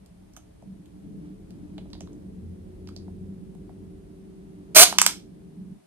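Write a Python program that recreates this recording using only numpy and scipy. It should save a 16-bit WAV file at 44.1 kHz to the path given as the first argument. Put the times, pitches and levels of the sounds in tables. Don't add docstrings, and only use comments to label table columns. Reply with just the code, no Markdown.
import sys
import numpy as np
from scipy import signal
from scipy.fft import rfft, irfft, next_fast_len
from scipy.io import wavfile
from scipy.ndimage import uniform_filter1d

SR = 44100
rng = np.random.default_rng(int(sys.argv[2]) if len(sys.argv) > 2 else 0)


def to_wav(s):
    ch = np.atleast_2d(s).T
    pcm = np.round(np.clip(ch, -1, 1) * 32767)
    wavfile.write(sys.argv[1], SR, pcm.astype(np.int16))


N = 258822
FFT_LEN = next_fast_len(N)
FFT_HZ = np.arange(FFT_LEN // 2 + 1) * SR / FFT_LEN
TIME_S = np.arange(N) / SR
OPPOSITE = np.array([[1], [-1]])


def from_db(db):
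    return 10 ** (np.asarray(db) / 20)


def rms_one(x):
    return x / np.sqrt(np.mean(x ** 2) + 1e-20)


def in_time(rows):
    time_s, *columns = np.transpose(rows)
    return [np.interp(TIME_S, time_s, column) for column in columns]


def at_hz(points, hz):
    point_hz, value = np.array(points).T
    return np.interp(np.log(hz + 1), np.log(point_hz), value)


def coloured(spectrum):
    white = rfft(rng.standard_normal(FFT_LEN))
    return rms_one(irfft(white * from_db(at_hz(spectrum, FFT_HZ)), FFT_LEN)[:N])


def resonate(x, hz, width_hz):
    radius = np.exp(-np.pi * width_hz / SR)
    zeros = np.array([1, 0, -1]) * (1 - radius * radius) / 2
    poles = [1, -2 * radius * np.cos(2 * np.pi * hz / SR), radius * radius]
    return signal.lfilter(zeros, poles, x + 1e-18)


def body(x, modes):
    total = 0
    for k, (hz, width_hz, level_db) in enumerate(modes):
        total = total + (-1) ** k * from_db(level_db) * resonate(x, hz, width_hz)
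    return total


def two_ports(x, lag_s, shade_db=0):
    delay = np.exp(-2j * np.pi * FFT_HZ * lag_s)
    left = irfft(rfft(x, FFT_LEN) * from_db(shade_db) * delay, FFT_LEN)[:N]
    return np.array([left, x])


def tone(hz, level_db):
    phase = 2 * np.pi * np.cumsum(hz) / SR + rng.uniform(0, 2 * np.pi)
    return np.sqrt(2) * from_db(level_db) * np.sin(phase)


# (frequency [Hz], density [dB per Hz])
HISS_COMMON = [(350, -34.5), (600, -2), (880, -8), (1260, -13), (2990, -17.5), (5750, -21.5), (7800, -23),
               (8890, -17), (12700, -25), (13400, -52.5)]
# (frequency [Hz], density [dB per Hz])
HISS_OPPOSITE = [(180, -36.5), (300, -14.5), (378, -5.5), (493, -29), (621, -8), (864, -21), (1050, -27),
                 (8600, -37.5), (9340, -79), (12000, -47.5), (15600, -52.5)]
HISS_COMMON_DB, HISS_OPPOSITE_DB = -69, -63.5


def microphone_hiss():
    common = from_db(HISS_COMMON_DB) * coloured(HISS_COMMON)
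    opposite = from_db(HISS_OPPOSITE_DB) * coloured(HISS_OPPOSITE)
    return common + opposite * OPPOSITE


# (frequency [Hz], width [Hz], level [dB])
ROOM_MODES = [(144, 45, -9.5), (187.8, 14, 4.5), (232.3, 3.9, -7.5), (299.9, 16, 2), (333, 26, -11),
              (427.3, 16, -5.5), (532, 21, -17.5)]
# (frequency [Hz], density [dB per Hz])
BETWEEN_MODES = [(71, -45), (120, -17), (194, -2), (260, -9), (391, -7), (492, -13), (1340, -52),
                 (2500, -47.5), (3250, -75), (5500, -120)]
# (frequency [Hz], density [dB per Hz])
DEEP_RUMBLE = [(20, -20), (35, 3), (48, 5), (90, 6), (130, 0), (200, -51)]
# (time [s], low modes level [dB], drone mode level [dB], upper modes level [dB])
ROAD_LEVELS = [(0.0, -55, -72, -71), (0.3, -57, -62, -75.5), (0.6, -60.5, -70, -71), (0.7, -43, -58, -69),
               (0.88, -56, -61, -68.5), (1.05, -49, -55, -65), (1.15, -42.5, -54.5, -59.5),
               (1.26, -45.5, -47.5, -70.5), (1.38, -54, -59.5, -63.5), (1.62, -46.5, -51, -64.5),
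               (2.1, -48.5, -53.5, -59.5), (2.45, -44, -57.5, -62), (2.72, -52, -57, -61),
               (3.15, -44.5, -53, -61), (3.5, -46, -59.5, -64), (3.65, -46.5, -55, -62.5),
               (4.1, -50.5, -57, -65), (4.55, -51, -54, -67.5), (4.9, -50, -54, -58),
               (5.21, -51.5, -58, -63.5), (5.6, -47, -58, -68.5)]
DEEP_NEAREST_DB = -51.5
NEAREST_S, PASS_WIDTH_S, APPROACH_DB = 2.6, 2.3, 10.5


def road_roar(mode_gain_db, between_gain_db, deep_gain_db):
    low_db, drone_db, upper_db = in_time(ROAD_LEVELS)
    nearness = np.exp(-((TIME_S - NEAREST_S) / PASS_WIDTH_S) ** 2)
    deep_db = DEEP_NEAREST_DB - APPROACH_DB * (1 - nearness)
    road = rng.standard_normal(N)
    ringing = from_db(low_db) * rms_one(body(road, ROOM_MODES[:3]))
    ringing = ringing + from_db(drone_db) * rms_one(body(road, ROOM_MODES[3:4]))
    ringing = ringing + from_db(upper_db) * rms_one(body(road, ROOM_MODES[4:]))
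    between = from_db(upper_db + between_gain_db) * coloured(BETWEEN_MODES)
    deep = from_db(deep_db + deep_gain_db) * coloured(DEEP_RUMBLE)
    return from_db(mode_gain_db) * ringing + between + deep


# (time [s], firing rate [Hz], second multiple level [dB])
ENGINE = [(1.7, 41.2, -52), (2.25, 42.6, -57.5), (2.45, 42.5, -42), (2.75, 44.54, -53), (3.0, 44.9, -43.5),
          (3.32, 46.2, -48), (3.5, 47.8, -71), (3.82, 47.4, -49), (3.95, 44.8, -62.5), (4.2, 44.4, -73)]
FIRING_DB = -57.5


def engine():
    firing_hz, second_db = in_time(ENGINE)
    gate = np.interp(TIME_S, [1.5, 1.8, 4.1, 4.4], [0, 1, 1, 0])
    return gate * (tone(firing_hz, FIRING_DB) + tone(2 * firing_hz, second_db))


CRUISE_HZ, BELOW_CRUISE_HZ, BELOW_AT_S, CLIMB_TIME_CONSTANT_S = 385.8, 50.8, 1.5, 1
WHINE_DB, WHINE_IN_S, WHINE_OUT_S = -54, 2.72, 4.2
WHINE_RISE_DB_PER_S, WHINE_FALL_DB_PER_S = 12, 4.5


def transmission_whine():
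    approach = np.exp((BELOW_AT_S - np.maximum(TIME_S, 1)) / CLIMB_TIME_CONSTANT_S)
    rise_db = WHINE_RISE_DB_PER_S * np.maximum(WHINE_IN_S - TIME_S, 0)
    fall_db = WHINE_FALL_DB_PER_S * np.maximum(TIME_S - WHINE_OUT_S, 0)
    return tone(CRUISE_HZ - BELOW_CRUISE_HZ * approach, WHINE_DB - rise_db - fall_db)


TRAFFIC_LAG_S = 0.00026
FADE_START_S, FADE_DB_PER_S = 5.73, 180


def traffic():
    common = road_roar(mode_gain_db=2.5, between_gain_db=5.0, deep_gain_db=1.5)
    opposite = road_roar(mode_gain_db=-6, between_gain_db=4.5, deep_gain_db=-7.5)
    lines = engine() + transmission_whine()
    fade = from_db(-FADE_DB_PER_S * np.maximum(TIME_S - FADE_START_S, 0))
    return fade * (two_ports(common + lines, TRAFFIC_LAG_S) + opposite * OPPOSITE)


def crack(grains, decay_s):
    t = np.arange(grains.shape[-1]) / SR
    shape = (1 - np.exp(-t / 0.0006)) * np.exp(-t / max(decay_s, 1e-4))
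    for _ in range(6):
        spectrum = rfft(grains * shape)
        flat = irfft(spectrum / np.abs(spectrum))
        grains = np.clip(flat / (shape + 1e-9), -.2, .2)
        grains = grains / np.sqrt(uniform_filter1d(grains ** 2, size=32) + 1e-12)
    return grains * shape


# (frequency [Hz], width [Hz], level [dB])
SHELL = [(634, 220, -8), (1160, 430, -5), (1550, 1000, -8.5), (2174, 230, -2), (2988, 1000, -4.5),
         (4100, 590, 0), (5700, 2100, -3), (6610, 300, 2.5), (8470, 1500, -4), (12025, 4500, -5),
         (14400, 3600, -2.5)]
BLOW_LEN = 1024
ECHO_S, ECHO_DB = .011, -17


def blows(rows, breadth, decay_s):
    out = np.zeros(N)
    noise = crack(rng.standard_normal((len(rows), 4, BLOW_LEN)), decay_s)
    for row, cracks in zip(rows, noise):
        time_s, middle_db, snap_db, snap_hz, treble_db, knock_db, knock_hz = row
        middle = resonate(body(cracks[0], SHELL[2:5]), 2550, 3900)
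        treble = resonate(body(cracks[1], SHELL[7:]), 8900, 6300)
        snap = resonate(cracks[2], snap_hz, breadth * snap_hz)
        snap = resonate(snap, snap_hz, 2 * breadth * snap_hz)
        knock = resonate(cracks[3], knock_hz, 1.15 * breadth * knock_hz)
        knock = resonate(knock, knock_hz, 2 * breadth * knock_hz)
        i = round(time_s * SR)
        rings = (middle_db, middle), (treble_db, treble), (snap_db, snap), (knock_db, knock)
        for peak_db, ring in rings:
            out[i:i + BLOW_LEN] += from_db(peak_db) * ring / np.abs(ring).max()
    return out + from_db(ECHO_DB) * np.roll(out, round(ECHO_S * SR))


# (time [s], middle level [dB], snap level [dB], snap frequency [Hz],
# treble level [dB], knock level [dB], knock frequency [Hz])
TICKS = [(.0596, -57, -50.5, 4700, -49.5, -72, 656), (.3346, -67, -49, 5530, -54, -70, 700),
         (.3647, -44, -36, 6060, -41, -42, 1280), (.3714, -44, -48, 6200, -39, -43, 684),
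         (.6234, -74, -57, 5900, -66, -45, 626), (.857, -58, -53.5, 3460, -53, -69, 700),
         (1.5055, -53, -46, 4630, -51.5, -59, 653), (1.7796, -38.5, -42.5, 4230, -67, -39, 724),
         (1.7854, -45, -48, 3250, -70, -40.5, 606), (1.8574, -75, -69, 3400, -72, -45.5, 586),
         (1.902, -53, -51, 5500, -62, -58, 590), (1.9314, -39.5, -31, 4100, -59, -46, 1000),
         (1.95, -47, -57, 2800, -61, -48, 686), (2.0062, -39.5, -33.5, 6160, -63, -39, 636),
         (2.073, -54, -46, 3820, -67, -46, 1070), (2.1304, -71, -51, 6500, -68, -60, 970),
         (2.8727, -43, -40.5, 4900, -59, -51, 790), (2.8875, -44, -45, 4354, -48, -43.5, 1215),
         (2.9628, -49, -29, 4580, -48, -47, 627), (3.0797, -72, -68, 4280, -68, -43.5, 680),
         (3.549, -58, -65, 3414, -57, -49.5, 715), (3.6932, -71.5, -68, 4476, -74, -42.5, 678)]


def handling_ticks():
    return blows(TICKS, breadth=0.27, decay_s=0.0021)


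# (frequency [Hz], 60 dB decay time [s])
ROOM_T60 = [(300, 0.34), (1000, 0.19), (4000, 0.27), (9000, 0.2), (12000, .21), (15000, 0.066)]


def room(x):
    t = np.arange(SR // 2) / SR
    edges_hz = 200 * 2 ** np.arange(0, 6.6, .5)
    tail = 0
    for low_hz, high_hz in zip(edges_hz, edges_hz[1:]):
        bandpass = signal.butter(2, [low_hz, high_hz], "band", fs=SR, output="sos")
        band = signal.sosfilt(bandpass, rng.standard_normal((3, len(t))))
        tail = tail + band * from_db(-60 * t / at_hz(ROOM_T60, np.sqrt(low_hz * high_hz)))
    tail = tail * np.clip((t - .002) / 0.0018, 0, 1)
    tail = tail / np.sqrt(np.sum(tail ** 2) / len(tail))
    return signal.fftconvolve(x[None], tail, axes=1)[:, :N]


TOUCH_S, BITE_S, STOP_S = 4.747, 4.756, 4.836
TOUCH_DB, RUN_DB, BITE_RISE_S, STOP_DB_PER_S = -17.5, -4, .005, 2196.5
MESH_START_HZ, MESH_END_HZ, SPEED_UP_S = 624, 740.7, 4.79


def motor():
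    level_db = np.interp(TIME_S, [BITE_S, BITE_S + BITE_RISE_S], [TOUCH_DB, RUN_DB])
    level_db = level_db - STOP_DB_PER_S * np.maximum(TIME_S - STOP_S, 0)
    mesh_hz = np.interp(TIME_S, [SPEED_UP_S, STOP_S], [MESH_START_HZ, MESH_END_HZ])
    teeth = np.cumsum(mesh_hz) / SR
    bunching = 1 + 0.23 * np.cos(2 * np.pi * teeth / 3)
    lumps_db = 2.0 * rms_one(resonate(rng.standard_normal(N), 120, 250))
    grain_db = 1.2 * rng.standard_normal(N)
    rattle = rng.standard_normal(N) * from_db(grain_db + lumps_db) * bunching
    waver = 1 + .5 * rms_one(resonate(rng.standard_normal(N), 40, 80))
    mesh = waver * np.sin(2 * np.pi * teeth)
    onset = np.clip((TIME_S - TOUCH_S) / 0.0027, 0, 1)
    return onset * from_db(level_db) * (rms_one(body(rattle, SHELL)) + from_db(-12.0) * mesh)


# (time [s], middle level [dB], snap level [dB], snap frequency [Hz],
# treble level [dB], knock level [dB], knock frequency [Hz])
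SNAPS = [(4.9247, -36, -35.5, 4500, -25.5, -17, 836), (4.9845, -4, 2.5, 5600, -10, -12, 1021),
         (5.0152, -8, 2.5, 6500, -9.5, -8, 1100), (5.063, -6, 1.5, 5800, -3, -10, 960)]


def gear_snaps():
    return blows(SNAPS, breadth=0.48, decay_s=0.0019)


# (frequency [Hz], level [dB])
SHADE = [(300, 1), (650, -3), (1200, -5), (2500, -1.5), (4500, -8.5), (9000, -3), (14000, 1)]
TICK_LAG_S, GEAR_LAG_S = .000095, 0.0001


def scene():
    ticks = handling_ticks()
    highpass = signal.butter(4, 250, "high", fs=SR, output="sos")
    gears = signal.sosfilt(highpass, motor() + gear_snaps())
    shade_db = at_hz(SHADE, FFT_HZ)
    near = two_ports(ticks, TICK_LAG_S, shade_db) + two_ports(gears, GEAR_LAG_S, shade_db)
    along, *around = room(from_db(-10) * ticks + from_db(-10.5) * gears)
    far = from_db(-2.5) * two_ports(along, GEAR_LAG_S, shade_db)
    far = far + from_db([[-4], [-2.5]]) * around
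    return near + far + traffic() + microphone_hiss()


def record(dry):
    lowpass = signal.cheby2(12, 70, 16000, fs=SR, output="sos")
    return np.clip(signal.sosfilt(lowpass, dry), -1, 1)


dry = scene()
out = record(dry)
to_wav(out)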